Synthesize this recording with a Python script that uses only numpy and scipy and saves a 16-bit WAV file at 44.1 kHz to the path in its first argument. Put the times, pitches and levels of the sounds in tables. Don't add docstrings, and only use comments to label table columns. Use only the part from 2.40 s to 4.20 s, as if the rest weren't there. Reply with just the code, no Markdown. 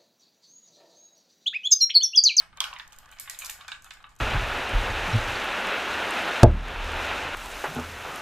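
import sys
import numpy as np
from scipy import signal
from scipy.fft import rfft, irfft
from scipy.io import wavfile

SR = 44100
rng = np.random.default_rng(int(sys.argv[2]) if len(sys.argv) > 2 else 0)


def convert_level_to_amplitude(level_db):
    exponent = np.asarray(level_db, float) / 20
    return 10 ** exponent


def file_out(sig):
    cols = np.atleast_2d(sig).T
    lim = np.clip(cols, -1, 1)
    pcm = np.round(lim * 32767).astype(np.int16)
    wavfile.write(sys.argv[1], SR, pcm)


N = 79380

# frequency in Hz, level in dB, t60 in seconds.
TRACK_MODES = [(866, -0.5, 0.043), (1106, -9.5, 0.14), (1200, 3.5, 0.024), (1509, -10, 0.076),
               (1600, 4.5, 0.017), (1916, -1, 0.013), (2230, -7, 0.087), (2544, 0, 0.061), (2997, 5, 0.018),
               (3130, 9, 0.0072), (3684, -3, 0.067), (4000, 2, 0.011), (4800, -60, 0.09)]


def at_hz(points, hz):
    point_hz, value = np.transpose(points)
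    return np.interp(np.log(hz), np.log(point_hz), value)


def rms_one(x):
    return x / np.sqrt(np.mean(x ** 2) + 1e-20)


def pair(alike, size):
    mid, side = rng.standard_normal((2, size))
    alike = np.clip(alike, 0, 1)
    return np.sqrt(1 + alike) * mid + np.sqrt(1 - alike) * side * [[1], [-1]]


def butter(order, hz, kind, x):
    return signal.sosfilt(signal.butter(order, hz, kind, fs=SR, output="sos"), x)


def hum():
    # frequency in Hz, level in dB per Hz.
    hum_spectrum = [(8.8, 8.5), (40, 6), (164, -7.5), (405, -19), (2470, -20), (7070, -35.5), (9190, -29.5),
                    (12300, -83), (16000, -109)]
    hum_db, hum_alike, left_right_db = -60, 2 / 3, -2
    drone_hz, drone_db, drone_ends_s = 159.7, -68, 0.29
    hz = np.maximum(np.fft.rfftfreq(N, 1 / SR), 1)
    t = np.arange(N) / SR
    drone = convert_level_to_amplitude(drone_db - 20 * (t / drone_ends_s) ** 4) * np.sin(2 * np.pi * drone_hz * t)
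    spectrum = rfft(pair(hum_alike, N)) * convert_level_to_amplitude(at_hz(hum_spectrum, hz))
    rumble = convert_level_to_amplitude(hum_db) * rms_one(irfft(spectrum, N))
    return (rumble + drone) * convert_level_to_amplitude(left_right_db * np.array([[.5], [-.5]]))


def ring(impulses, hz, t60):
    r, w = convert_level_to_amplitude(-60 / (t60 * SR)), 2 * np.pi * hz / SR
    return signal.lfilter([0, np.sin(w)], [1, -2 * r * np.cos(w), r * r], impulses + 1e-18)


def rolling():
    # time in seconds, level in dB, pitch of the piece under the marble in Hz.
    roll_path = [(0.0, -46, 1720), (0.084, -69.5, 1280), (0.224, -52.5, 1150), (0.264, -52.5, 1750),
                 (0.334, -51, 1170), (0.386, -57, 1660), (0.44, -64, 1720), (0.47, -58, 1210),
                 (0.67, -58.5, 1310), (0.802, -55, 2010), (0.852, -61.5, 1810), (1.022, -47, 2400),
                 (1.056, -51, 1460), (1.132, -58, 2060), (1.182, -52, 1470), (1.418, -66, 1670),
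                 (1.658, -59, 1340), (1.8, -71, 1360)]
    grains_per_s, grain_db, near_db_per_oct = 2500, 2.5, 9.5
    grit_db, grit_above_hz, grit_alike = -15, 5000, 0.1
    swell_db, swells_per_s = 6, 42.4

    t = np.arange(N) / SR
    s, db, pitch_hz = np.transpose(roll_path)
    under_hz = np.interp(t, s, pitch_hz)
    sizes = convert_level_to_amplitude(grain_db * np.minimum(rng.exponential(1, N), 4)) * rng.choice([-1, 1], N)
    grains = sizes * (rng.random(N) < grains_per_s / SR)
    body = 0
    for hz, mode_db, t60 in TRACK_MODES:
        dealt = rng.random(N) < .4
        nearness = convert_level_to_amplitude(-near_db_per_oct * abs(np.log2(hz / under_hz)))
        body = body + convert_level_to_amplitude(mode_db) * ring(grains * dealt * nearness, hz, min(0.5 * t60 + 0.0043, .04))
    grit = butter(2, grit_above_hz, "high", grains * pair(grit_alike, N))
    swell = rms_one(butter(2, swells_per_s, "low", rng.standard_normal(N)))
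    level = convert_level_to_amplitude(np.interp(t, s, db) - 3.0 + swell_db * np.clip(swell, -2, 1))
    return level * (rms_one(body) + convert_level_to_amplitude(grit_db) * rms_one(grit))


def strike(s, db, modes, rebound_s, draws, chatter_db):
    # frequency in Hz, left minus right in dB.
    left_right = [(60, -1.5), (110, -1.5), (200, -1.5), (380, 0.0), (700, -2), (1290, 5.5), (2380, 0.5),
                  (4400, -17), (8120, 8.5), (15000, -16)]
    lag_start_s, lag_end_s = 7e-5, -0.000018
    contact_s, table_s, table_db, detune = .0004, .0029, -12, .05

    out = np.zeros((2, N))
    t = np.arange(s * SR // 1, min(s * SR // 1 + 3500, N))
    hz, level_db, t60 = np.transpose(modes)[:, :, None]
    count = len(hz)
    hz = hz * (1 + detune * draws[0, :count, None])
    lag_s = lag_start_s + (lag_end_s - lag_start_s) * s * SR / N
    touches = [(0, 0), (table_s, table_db)]
    if rebound_s:
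        for k in (1, 2, 3):
            touches.append((rebound_s * (k + .5 * draws[0, -k]) / 3, chatter_db - k))
    for ear, side in enumerate((.5, -.5)):
        mode_db = level_db + side * at_hz(left_right, hz)
        for (late_s, touch_db), draw in zip(touches, draws[1:]):
            age = np.maximum(t / SR - s - late_s - side * lag_s, 0)
            weight = draw[:count, None]
            strength = np.sign(weight) * (.5 + abs(weight))
            rings = convert_level_to_amplitude(mode_db - 60 * age / t60) * np.sin(2 * np.pi * hz * age) * strength
            onset = 1 - np.exp(-age / contact_s)
            out[ear, t.astype(int)] += convert_level_to_amplitude(db + touch_db) * onset * rings.sum(axis=0)
    return out


def clicks():
    # time in seconds, peak in dB, share sent into the room in dB, brightness in dB.
    click_events = [(0.001, -45, 12.5, -30), (0.1723, -44.5, -21, -28), (0.2039, -18, 3, -27.5),
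                    (0.2414, -31.5, 7.5, -27), (0.3371, -43, 0, -31), (0.387, -44, 11.5, -26),
                    (0.4772, -46, 1, -17), (0.5072, -59, -5, -25), (0.5231, -46.5, 10, -19.5),
                    (0.5295, -44, -37, -21), (0.5626, -50, -10, -17), (0.5863, -40, 4.5, -14.5),
                    (0.6582, -52, -21, -30), (0.6906, -56, -8, -28), (0.7147, -47.5, 9.5, -14.5),
                    (0.7865, -47, -3, -39), (0.7981, -29.5, 9, -12), (0.8978, -26, 7, -17.5),
                    (0.9893, -30.5, 9, -14), (1.0468, -32, 10, -18), (1.0556, -39.5, 5, -28),
                    (1.0595, -34, -26, -20), (1.0654, -32, -21, -26), (1.0981, -27.5, 7, -14.5),
                    (1.2106, -53, 12.5, -40.5), (1.2813, -37.5, 5, -30), (1.3173, -42, 6.5, -35),
                    (1.422, -49.5, 5, -21), (1.444, -41.5, 5.5, -19.5), (1.507, -43.5, 7, -31.5),
                    (1.5373, -49, 3, -21), (1.6277, -57, -11, -31), (1.692, -57.5, 11.5, -27),
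                    (1.7527, -61, -6, -15), (1.7635, -54, -16, -21), (1.788, -54.5, 18, -21.5)]
    # frequency in Hz, level in dB, t60 in seconds.
    glass_modes = [(4654, 8, 0.00074), (5990, 7, 0.0058), (6463, 11, 0.0048), (7910, 11.5, 0.0061),
                   (8960, 7.5, 0.004), (10030, 12, 0.0035), (11860, 17, 0.0032), (12800, -19, 0.0014),
                   (13120, 17, 0.0058), (14400, -3, 0.0011)]
    rebound_s, chatter_db = 0.0026, -6
    crack_s, crack_db, click_room_db = 0.0015, 6.5, -5

    draws = rng.uniform(.2, 1, (40, 6, 20)) * (-1) ** np.arange(20)
    draws[:, 0] = rng.uniform(-.5, .5, (40, 20))
    near, far = 0, 0
    for (s, db, room_db, top_db), draw in zip(click_events, draws):
        modes = np.array([(hz, mode_db + (top_db + 6) * np.log2(hz / 7000), min(t60, 1 / 400))
                          for hz, mode_db, t60 in glass_modes])
        near = near + strike(s, db, modes, rebound_s, draw, chatter_db)
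        crack = np.column_stack([modes[:, :2], np.minimum(modes[:, 2], crack_s)])
        sent_db = db + room_db + click_room_db + crack_db
        far = far + strike(s, sent_db, crack, 0, draw, 0).mean(axis=0)
    return near, far


def knocks():
    # time in seconds, peak in dB,
    # pitch of the piece in Hz, share of the whole track in dB.
    plastic_knocks = [(0.016, -45.5, 1330, 0), (0.128, -48.5, 1290, 5.5), (0.174, -42, 1136, 9),
                      (0.2111, -24, 1095, -18), (0.256, -29.5, 1442, -14), (0.284, -41, 1044, -13),
                      (0.329, -28.5, 1072, -23), (0.363, -33.5, 1940, -1.5), (0.398, -31, 1790, -3),
                      (0.872, -42, 1620, -14), (0.896, -31.5, 1920, -31), (1.041, -37.5, 1090, -0.5),
                      (1.064, -43, 1386, -7), (1.096, -34, 1830, -24), (1.208, -42, 1200, 2),
                      (1.2815, -25, 1629, -6.5), (1.306, -47, 1510, -12), (1.3193, -28, 1600, -5),
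                      (1.342, -45, 1567, -26), (1.445, -45, 1510, 1.5), (1.461, -44.5, 1200, 5.5),
                      (1.509, -43.5, 1702, 11), (1.57, -43.5, 1547, -2), (1.604, -45, 1236, 1),
                      (1.642, -38.5, 1220, 2), (1.688, -49, 1110, -15),
                      (0.2045, -7, 3284, -15), (0.2107, -43, 3250, -8), (0.2408, -11.5, 2895, -12.5),
                   (0.3292, -23.5, 2790, -8), (0.3626, -30.5, 2486, -6), (0.398, -20.5, 3554, -9.5),
                   (0.521, -38, 2970, -10), (0.7246, -43.5, 2690, 3), (0.788, -37, 2237, -5),
                   (0.8759, -36, 1990, 2), (0.8972, -30, 2390, -15), (0.9466, -31, 3900, -4),
                   (0.988, -41, 2310, -15), (1.0201, -28, 2383, -2), (1.0489, -27, 4890, -6),
                   (1.0955, -32.5, 2670, 3.5), (1.2102, -39.5, 2470, 3.5), (1.2804, -26.5, 3500, -5),
                   (1.3183, -23, 3570, -0.5), (1.3454, -36, 2470, -5), (1.5076, -36.5, 3890, 1),
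                   (1.641, -44.5, 2940, 5.5),
                      (0.2144, -23, 3070, -15), (0.224, -25, 3280, -26), (0.4465, -49, 1690, -3),
                  (0.4678, -52, 1186, 2), (0.532, -48, 1387, 4.5), (0.6571, -52, 1093, -1.5),
                  (0.677, -45, 1717, -25), (0.858, -42.5, 1840, 0), (1.247, -39.5, 1510, -3),
                  (1.3228, -23, 3770, -14), (1.744, -66, 1144, 3), (1.7844, -58.5, 1380, 7)]
    piece_cycles, piece_db, rebound_cycles = 30, -2.5, 13
    base_db, near_db_per_oct, damping = -9, 5, .6
    low_chatter_db, high_chatter_db = -4.5, -17

    out, draws = 0, rng.uniform(-1, 1, (60, 6, 20))
    draws[:, 0, 0] = 0
    for (s, db, pitch_hz, track_db), draw in zip(plastic_knocks, draws):
        modes = [(pitch_hz, piece_db, piece_cycles / pitch_hz)]
        for hz, mode_db, t60 in TRACK_MODES:
            far_db = near_db_per_oct * abs(np.log2(hz / pitch_hz))
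            modes.append((hz, base_db + track_db + mode_db - far_db, damping * t60))
        chatter_db = low_chatter_db if pitch_hz < 2500 else high_chatter_db
        out = out + strike(s, db, modes, rebound_cycles / pitch_hz, draw, chatter_db)
    return out


def room(x):
    # frequency in Hz, t60 in seconds.
    room_t60 = [(300, 0.11), (1200, 0.37), (3500, 0.2), (9000, 0.37), (14000, 0.25)]
    # frequency in Hz, level in dB.
    room_colour = [(300, -7), (1200, 10), (3500, 4), (9000, 2.5), (15000, 6)]
    rise_s, low_alike = .004, .3

    t = np.arange(SR // 2) / SR
    tail = 0
    for low_hz in 150 * 2. ** np.arange(7):
        centre_hz = low_hz * np.sqrt(2)
        noise = pair(low_alike * np.log2(9600 / low_hz) / 2, len(t))
        band = butter(2, [low_hz, 2 * low_hz], "band", noise)
        tail = tail + band * convert_level_to_amplitude(at_hz(room_colour, centre_hz) - 60 * t / at_hz(room_t60, centre_hz))
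    tail = tail * (1 - np.exp(-(t / rise_s) ** 2))
    return signal.fftconvolve(x[None], tail / np.sqrt(np.sum(tail ** 2) / 2), axes=1)[:, :N]


def scene():
    room_db, thin_below_hz, top_hz = -6, 520, 14760
    blows, roll = knocks(), rolling()
    glass, glass_far = clicks()
    toy = blows + roll
    toy = toy + room(convert_level_to_amplitude(room_db) * blows.mean(axis=0))
    toy = toy + room(convert_level_to_amplitude(room_db) * roll[0])
    toy = toy + room(glass_far)
    dull = signal.cheby2(16, 60, top_hz, fs=SR, output="sos")
    body = signal.sosfilt(dull, butter(4, thin_below_hz, "high", toy) + hum())
    return body + butter(4, thin_below_hz, "high", glass)


def top_cut(x):
    return signal.sosfilt(signal.butter(12, 16510, fs=SR, output="sos"), x)


def record(dry):
    mix = butter(12, 14800, "low", dry)
    return top_cut(mix)


dry = scene()
out = record(dry)
file_out(out)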